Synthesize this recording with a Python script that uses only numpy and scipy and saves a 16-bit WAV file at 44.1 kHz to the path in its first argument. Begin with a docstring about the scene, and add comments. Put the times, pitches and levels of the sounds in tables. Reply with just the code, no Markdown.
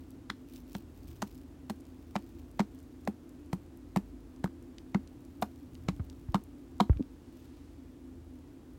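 """A forest clearing, where a stone held in both hands pounds bare ground about twice a second.
Each impact excites damped modes, a clack in the stone and a dull thud in the packed earth, and
crushes grit into noise; often the stone rocks and touches again. Dry leaves crackle, and trunks
scatter a short echo. A few soft, low bumps and a breeze come near the end; a faint hum lies under it all."""
import sys
import numpy as np
from scipy import signal
from scipy.fft import rfft, irfft
from scipy.io import wavfile
from scipy.ndimage import uniform_filter1d

SR = 44100
rng = np.random.default_rng(int(sys.argv[2]) if len(sys.argv) > 2 else 0)


def master(y):
    """Save y as 16-bit WAV."""
    cut = np.clip(np.atleast_2d(y).T, -1, 1)
    pcm = np.round(cut * 32767)  # scale
    wavfile.write(sys.argv[1], SR, pcm.astype(np.int16))


N = 387198
TIME = np.arange(N) / SR
AGE = np.arange(SR // 4) / SR  # time since a contact [s]
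LEAD_S = .004  # from the first brush of loose soil to the hard contact
WORK_END_S = 7.05


def gain_of(db):
    """Amplitude grows tenfold with every 20 dB."""
    return 10 ** (np.asarray(db) / 20)


def unit_rms(x):
    """Normalisation to unit mean power."""
    return x / np.sqrt(np.mean(x ** 2) + 1e-20)


def curve_at(points, hz):
    """Interpolation on a logarithmic frequency axis."""
    f, value = np.transpose(points)
    return np.interp(np.log(hz + 1), np.log(f + 1), value)


def add(mix, s, sound):
    """Superposition: a sound joins the mix at time s."""
    part = mix[round(s * SR):][:len(sound)]
    part += sound[:len(part)]


def noise(shape_db, size):
    """Spectral shaping: white noise weighted by shape_db(Hz), at unit rms."""
    hz = np.fft.rfftfreq(size, 1 / SR)
    return unit_rms(irfft(rfft(rng.standard_normal(size)) * gain_of(shape_db(hz)), size))


def swell(middle_s, half_s):
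    """A Gaussian envelope, down to 1/e at half_s from its middle."""
    return np.exp(-((TIME - middle_s) / half_s) ** 2)


def envelope(rise, t60):
    """Exponential damping after a smooth rise: 60 dB are lost in t60 seconds."""
    onset = np.sin(np.pi / 2 * np.minimum(AGE / rise, 1)) ** 2
    return onset * gain_of(-60 * np.maximum(AGE - rise, 0) / t60)


def ring(modes, hz, rise):
    """Free vibration: a sum of damped modes at multiples of hz."""
    return sum(gain_of(db) * envelope(rise, t60) * np.sin(2 * np.pi * hz * k * AGE)
               for k, db, t60 in modes)


def burst(shape_db, rise, t60):
    """A noise transient, coloured by shape_db(Hz) and delayed LEAD_S by a linear phase."""
    fade, hz = envelope(rise, t60), np.fft.rfftfreq(len(AGE), 1 / SR)
    spectrum = rfft(fade * rng.standard_normal(len(AGE)))
    spectrum /= np.sqrt(uniform_filter1d(abs(spectrum) ** 2, size=300))  # flat, with narrow chance peaks
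    delay = np.exp(-2j * np.pi * hz * LEAD_S)
    coloured = irfft(spectrum * gain_of(shape_db(hz)) * delay, len(AGE))
    return unit_rms(coloured) * np.sqrt(np.mean(fade ** 2))


def background():
    """Broadband forest air and a far hum that wavers, as narrowband noise does; the bass swells twice."""
    # spectrum of the air: (frequency [Hz], relative density [dB])
    air_spectrum = [(18, -47), (32, -1), (45, 2), (100, 3.5), (190, -2), (300, 1), (430, -5), (560, -11),
                    (1300, -20), (2200, -25.5), (5400, -32.5), (7000, -32.5), (11500, -36.5), (14500, -58)]
    # bands of the hum: (centre [Hz], width [Hz], relative level [dB])
    hum_bands = [(52.55, 2.5, -62), (78.9, 6.6, -59.5), (256.5, 16.6, -54.5), (288.7, 19.2, -57.5),
                 (336.4, 18.3, -60)]
    # bass swells: (time [s], half length [s], boost [dB])
    bass_swells = [(1.13, 0.16, 7), (5.88, 0.24, 9.5)]
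    air = gain_of(-55.5) * noise(lambda hz: curve_at(air_spectrum, hz), N)
    hum = sum(gain_of(db) * noise(lambda f: -20 * np.log10(1 + ((f - hz) / width * 1.88) ** 2), N)
              for hz, width, db in hum_bands)
    bass = signal.sosfiltfilt(signal.butter(3, 140, fs=SR, output="sos"), air + hum)
    rumble = bass * gain_of(1.27 + sum(db * swell(s, half_s) for s, half_s, db in bass_swells))
    upper = gain_of(-.72) * (air + hum - bass)
    calm = np.clip((TIME - WORK_END_S) / .3, 0, 1)  # the background grows a little quieter after 7.05 s
    return (rumble + upper) * gain_of(-.56 * calm)


def leaf_litter():
    """Random pulses modulate noise into a rustle, which adds in power to the even hiss of foliage."""
    # rustles as the body shifts: (time [s], half length [s], level [dB])
    rustles = [(.05, 0.081, -74.5), (0.552, 0.055, -60), (0.742, 0.052, -61), (1.11, 0.17, -67.5),
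               (1.34, 0.12, -71), (2.344, 0.49, -75.5), (5.89, 0.51, -76.5), (7.41, .06, -69.5)]
    # spectrum of leaves: (frequency [Hz], relative density [dB])
    leaf_spectrum = [(800, -37), (2500, 6), (5500, 4), (10000, -1), (15000, 6)]
    crackles_per_s, stir_db, hiss_db = 260, -80, -78
    size_db = 5.5 * np.minimum(rng.exponential(1, N), 3.5)
    grains = gain_of(size_db) * (rng.random(N) < crackles_per_s / SR)
    flutter = unit_rms(signal.oaconvolve(grains, envelope(rise=.0003, t60=.007))[:N])
    stirring = gain_of(stir_db) + sum(gain_of(db) * swell(s, half_s) for s, half_s, db in rustles)
    level = np.hypot(stirring * unit_rms(flutter + .4), gain_of(hiss_db))
    return level * noise(lambda hz: curve_at(leaf_spectrum, hz), N)


def snaps():
    """Brittle fracture: dry leaves and twigs snap until the work ends, faint ones as a Poisson process."""
    # distinct snaps: (time [s], level [dB], centre [Hz])
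    distinct = [(.1055, -52.5, 9750), (.561, -48, 5000), (1.078, -60, 7000), (1.347, -56, 7800),
                (2.802, -59, 7240), (3.051, -54, 6400), (3.773, -53.5, 14000), (4.783, -43, 3340),
                (5.0745, -52, 4300), (5.25, -57, 7100), (5.416, -45, 13500), (5.427, -45, 13800),
                (5.752, -49.5, 3580), (6.099, -47.5, 4600), (6.438, -51.5, 10900), (6.971, -51.5, 2380),
                (7.025, -53, 2980), (8.592, -57, 1800)]
    faint_per_s, faint_db, faint_hz = 1.5, -59, 7500
    out = np.zeros(N)
    chance = rng.random((40, 3))
    times = np.cumsum(-np.log(1 - chance[:, 0])) / faint_per_s + LEAD_S
    faint = [(s, faint_db + 8 * (loud - .5), faint_hz * 2 ** (high - .5))
             for s, (_, loud, high) in zip(times, chance)]
    for s, db, centre_hz in distinct + faint:
        snap = burst(lambda hz: -8 * np.log2((hz + 1) / centre_hz) ** 2, rise=.0005, t60=.0087)
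        if s < WORK_END_S:
            add(out, s - LEAD_S, gain_of(db) * snap)
    return out


def crunch(edge_hz, chink_hz, chink_db):
    """Granular noise: the stone brushes soil, crushes sand and chinks on a pebble; crumbs settle."""
    # spectrum of crushed grit: (frequency [Hz], relative density [dB])
    grit_spectrum = [(300, -34), (800, 0.5), (1300, 6.5), (2100, 2.5), (2900, -3.5), (3900, -3),
                     (5500, -5.5), (8000, -6), (15000, -17)]

    def sand(hz):
        return curve_at(grit_spectrum, hz) - 10 * np.log10(1 + (hz / edge_hz) ** 5.4)

    def contact(hz):
        return sand(hz) + chink_db * np.exp(-(np.log2((hz + 1) / chink_hz) / .29) ** 2)
    grains = unit_rms(uniform_filter1d(rng.exponential(1, len(AGE)) ** 3, size=40))
    loose = grains * noise(sand, len(AGE))
    brush = gain_of(-15) * envelope(rise=.005, t60=.02)
    crumbs = gain_of(-24) * envelope(rise=.0053, t60=.082)
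    return burst(contact, rise=.0014, t60=.0083) + loose * (brush + crumbs)


def fizz():
    """Amplitude modulation shapes high noise into a quick hiss and a faint, grainy tail."""
    # the high fizz after each blow, with a lift near 14 kHz: (frequency [Hz], relative density [dB])
    fizz_spectrum = [(2000, -61), (7000, -5), (11500, -8.5), (14000, -5.5), (16000, -9.5)]
    grains = unit_rms(uniform_filter1d(rng.exponential(1, len(AGE)) ** 3, size=30))
    attack = envelope(rise=.0021, t60=.029)
    tail = gain_of(-17) * grains * envelope(rise=.014, t60=.077)
    return noise(lambda hz: curve_at(fizz_spectrum, hz), len(AGE)) * (attack + tail)


def clack(hz):
    """Heavily damped modes give a few hard cycles, too short-waved to carry bass; a faint rattle follows."""
    # modes of the struck stone: (frequency ratio, level [dB], t60 [s])
    stone_modes = [(.97, -2.5, 0.0062), (.84, -5.5, 0.0049), (1.1, -20.5, 0.052), (1.36, -13.5, 0.023)]
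    # the stone's rattle: (centre [Hz], width [Hz], relative level [dB])
    rattle_band = (1030, 410, -31.5)
    centre_hz, width_hz, db = rattle_band
    low_cut = signal.butter(4, .64 * hz, "high", fs=SR, output="sos")
    knock = signal.sosfilt(low_cut, ring(stone_modes, hz, rise=.0015))
    rattle = noise(lambda f: -20 * np.log10(1 + ((f - centre_hz) / width_hz) ** 2), len(AGE))
    return knock + gain_of(db) * rattle * envelope(rise=.0057, t60=.079)


def thud(hz, rise):
    """Damped resonance: a dull thud glides from the blow's pitch up to a steady ring near 209 Hz."""
    # modes of the earth: (frequency ratio, level [dB], t60 [s])
    earth_modes = [(.84, -20, 0.084), (1.018, 1.73, 0.086), (1.42, -13, 0.09), (1.85, -12.5, 0.068),
                   (2.35, -21, 0.059)]
    settled_hz, settling_s = 209, .032
    base_hz = settled_hz + (hz - settled_hz) * np.exp(-AGE / settling_s)
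    cycles = np.cumsum(base_hz) / SR
    return sum(gain_of(db) * envelope(rise, t60) * np.sin(2 * np.pi * k * cycles)
               for k, db, t60 in earth_modes)


def pounding():
    """Impact excitation: each blow thuds and fizzes; every contact clacks and crunches."""
    # blows: (time [s], clack level [dB], clack base [Hz], grit level [dB], pebble chink [Hz],
    # chink over grit [dB], fizz over grit [dB], thud level [dB], thud starting base [Hz], thud rise [s])
    blows = [(0.3001, -25.5, 1486, -28.5, 3800, 9, -30, -37.5, 202, 0.0015),
             (0.7501, -32.5, 820, -38, 3620, 9, -19, -30, 187, 0.0029),
             (1.2199, -25.5, 883, -33.5, 6500, 8, -12.5, -31, 195, 0.011),
             (1.6976, -27.5, 936, -37, 4050, 4, -9, -29.5, 206, 0.0068),
             (2.155, -18.5, 840, -35.5, 2350, 6.5, -18, -26.5, 192, 0.0064),
             (2.5944, -16, 810, -30, 2100, 3, -23, -19.5, 192, 0.0095),
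             (3.0746, -18.5, 706, -32, 2100, 11.5, -17.5, -26.5, 199, .011),
             (3.5303, -25.5, 926, -36, 2040, 1, -13, -24.5, 160, 0.0021),
             (3.9608, -16.5, 873, -32, 1840, 3, -13, -19.5, 173, 0.0079),
             (4.4412, -22.5, 796, -32, 1630, 7.5, -20, -22.5, 170, 0.0014),
             (4.9459, -22, 845, -31, 2300, 11.5, -29, -18.5, 182, 0.0062),
             (5.4223, -17.5, 753, -34.5, 3450, 4, -9, -29, 206, 0.005),
             (5.8851, -24, 917, -28.5, 1960, 2, -25, -22, 164, 0.0015),
             (6.3442, -13, 936, -29.5, 3450, 8, -18.5, -19, 179, 0.0047),
             (6.801, -9.5, 940, -34, 3730, 12, -10.5, -19, 191, .012)]
    # the stone rocks and touches again: (time [s], clack level [dB], clack base [Hz], grit level [dB])
    rocks = [(.7555, -40, 766, -56), (1.2246, -22, 860, -33), (1.7033, -31, 690, -42.5),
             (2.1616, -25, 770, -29.5), (2.6028, -31, 800, -30.5), (2.611, -34, 780, -44),
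             (3.9706, -31, 740, -34.5), (4.458, -31, 1126, -49), (4.475, -47, 1160, -55),
             (4.9555, -31, 1170, -60), (5.4252, -16.5, 789, -33), (5.4294, -25, 835, -48),
             (5.892, -33, 1160, -41), (6.3538, -26, 1075, -37.5), (6.3605, -31, 1110, -54),
             (6.8049, -14, 830, -24.5), (6.8092, -20, 883, -43)]
    rocking_s, thud_lag_s, fizz_lead_s = .05, .0011, .00061
    out = np.zeros(N)
    for start, clack_db, clack_hz, grit_db, chink_hz, chink_db, fizz_db, thud_db, thud_hz, rise in blows:
        add(out, start + thud_lag_s, gain_of(thud_db) * thud(thud_hz, rise))
        add(out, start - fizz_lead_s, gain_of(grit_db + fizz_db) * fizz())
        edge_hz = 7370 * 2 ** (.0125 * fizz_db)  # less fizz goes with a duller crunch
        touches = [row for row in rocks if start < row[0] < start + rocking_s]
        for s, touch_db, touch_hz, crunch_db in [(start, clack_db, clack_hz, grit_db)] + touches:
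            add(out, s, gain_of(touch_db) * clack(touch_hz))
            add(out, s - LEAD_S, gain_of(crunch_db) * crunch(edge_hz, chink_hz, chink_db))
    return out


def clearing_echo(x):
    """Scattering by trunks and foliage returns a short, thin echo."""
    # reverberation times: (frequency [Hz], t60 [s])
    decay_times = [(150, 0.033), (500, 0.2), (1200, 0.15), (4000, 0.18), (14000, 0.28)]
    echoes_per_s = 2500
    taps = rng.choice([-1., 1.], len(AGE)) * (rng.random(len(AGE)) < echoes_per_s / SR) * (AGE > .005)
    hz, t, spectra = signal.stft(taps, SR, nperseg=256)
    decay = gain_of(-60 * t / curve_at(decay_times, hz)[:, None])
    scatter = (hz / (hz + 400))[:, None]  # long waves pass the thin trunks
    tail = signal.istft(spectra * decay * scatter, SR, nperseg=256)[1]
    return signal.fftconvolve(x, tail / np.linalg.norm(tail))[:N]


def bumps():
    """A soft contact builds up slowly, so it excites only a few low swings and a muffled scuff."""
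    # bumps: (time [s], level [dB], base frequency [Hz], t60 [s], scuff level [dB], scuff centre [Hz])
    contacts = [(5.995, -29, 199, 0.027, -48.5, 1000), (5.999, -23, 88, 0.069, -48.5, 700),
                (6.285, -23.5, 80.4, 0.038, -54.5, 746), (6.895, -19, 276, 0.01, -36.5, 740),
                (6.8971, -8.5, 76, 0.049, -50, 400), (6.928, -28, 70, .054, -54, 1150),
                (6.960, -25, 71, .049, -60, 500), (6.995, -24.5, 311, 0.036, -48, 430),
                (7.0047, -20, 273, 0.041, -49, 430)]
    give_s, rise_cycles = .0015, .36
    out = np.zeros(N)
    for s, db, hz, t60, scuff_db, scuff_hz in contacts:
        rise = give_s + rise_cycles / hz
        add(out, s, gain_of(db) * ring([(.91, 0, t60)], hz, rise))
        scuff = burst(lambda f: -7.5 * np.log2((f + 1) / scuff_hz) ** 2, rise=rise / 2, t60=.024)
        add(out, s - LEAD_S, gain_of(scuff_db) * scuff)
    return out


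def breeze():
    """Far leaves add incoherently into one soft swell of noise."""
    foliage = noise(lambda hz: -2.5 * np.log2((hz + 1) / 2400) ** 2, N)
    return gain_of(-73.5) * swell(middle_s=7.51, half_s=.38) * foliage


def scene():
    """Direct and scattered sound superpose a few steps from the stone."""
    far = background() + breeze()
    near = leaf_litter() + pounding() + snaps()
    return (near + gain_of(-16.5) * clearing_echo(near) + bumps() + far)[None]


def record(dry):
    """Band limiting: filters pass 36 Hz to 16250 Hz."""
    cut = signal.sosfilt(signal.butter(6, 36, "high", fs=SR, output="sos"), dry)
    low_pass = signal.firwin(511, 16250, window=("kaiser", 9), fs=SR)
    return signal.oaconvolve(cut, low_pass[None], "same")


dry = scene()
out = record(dry)
master(out)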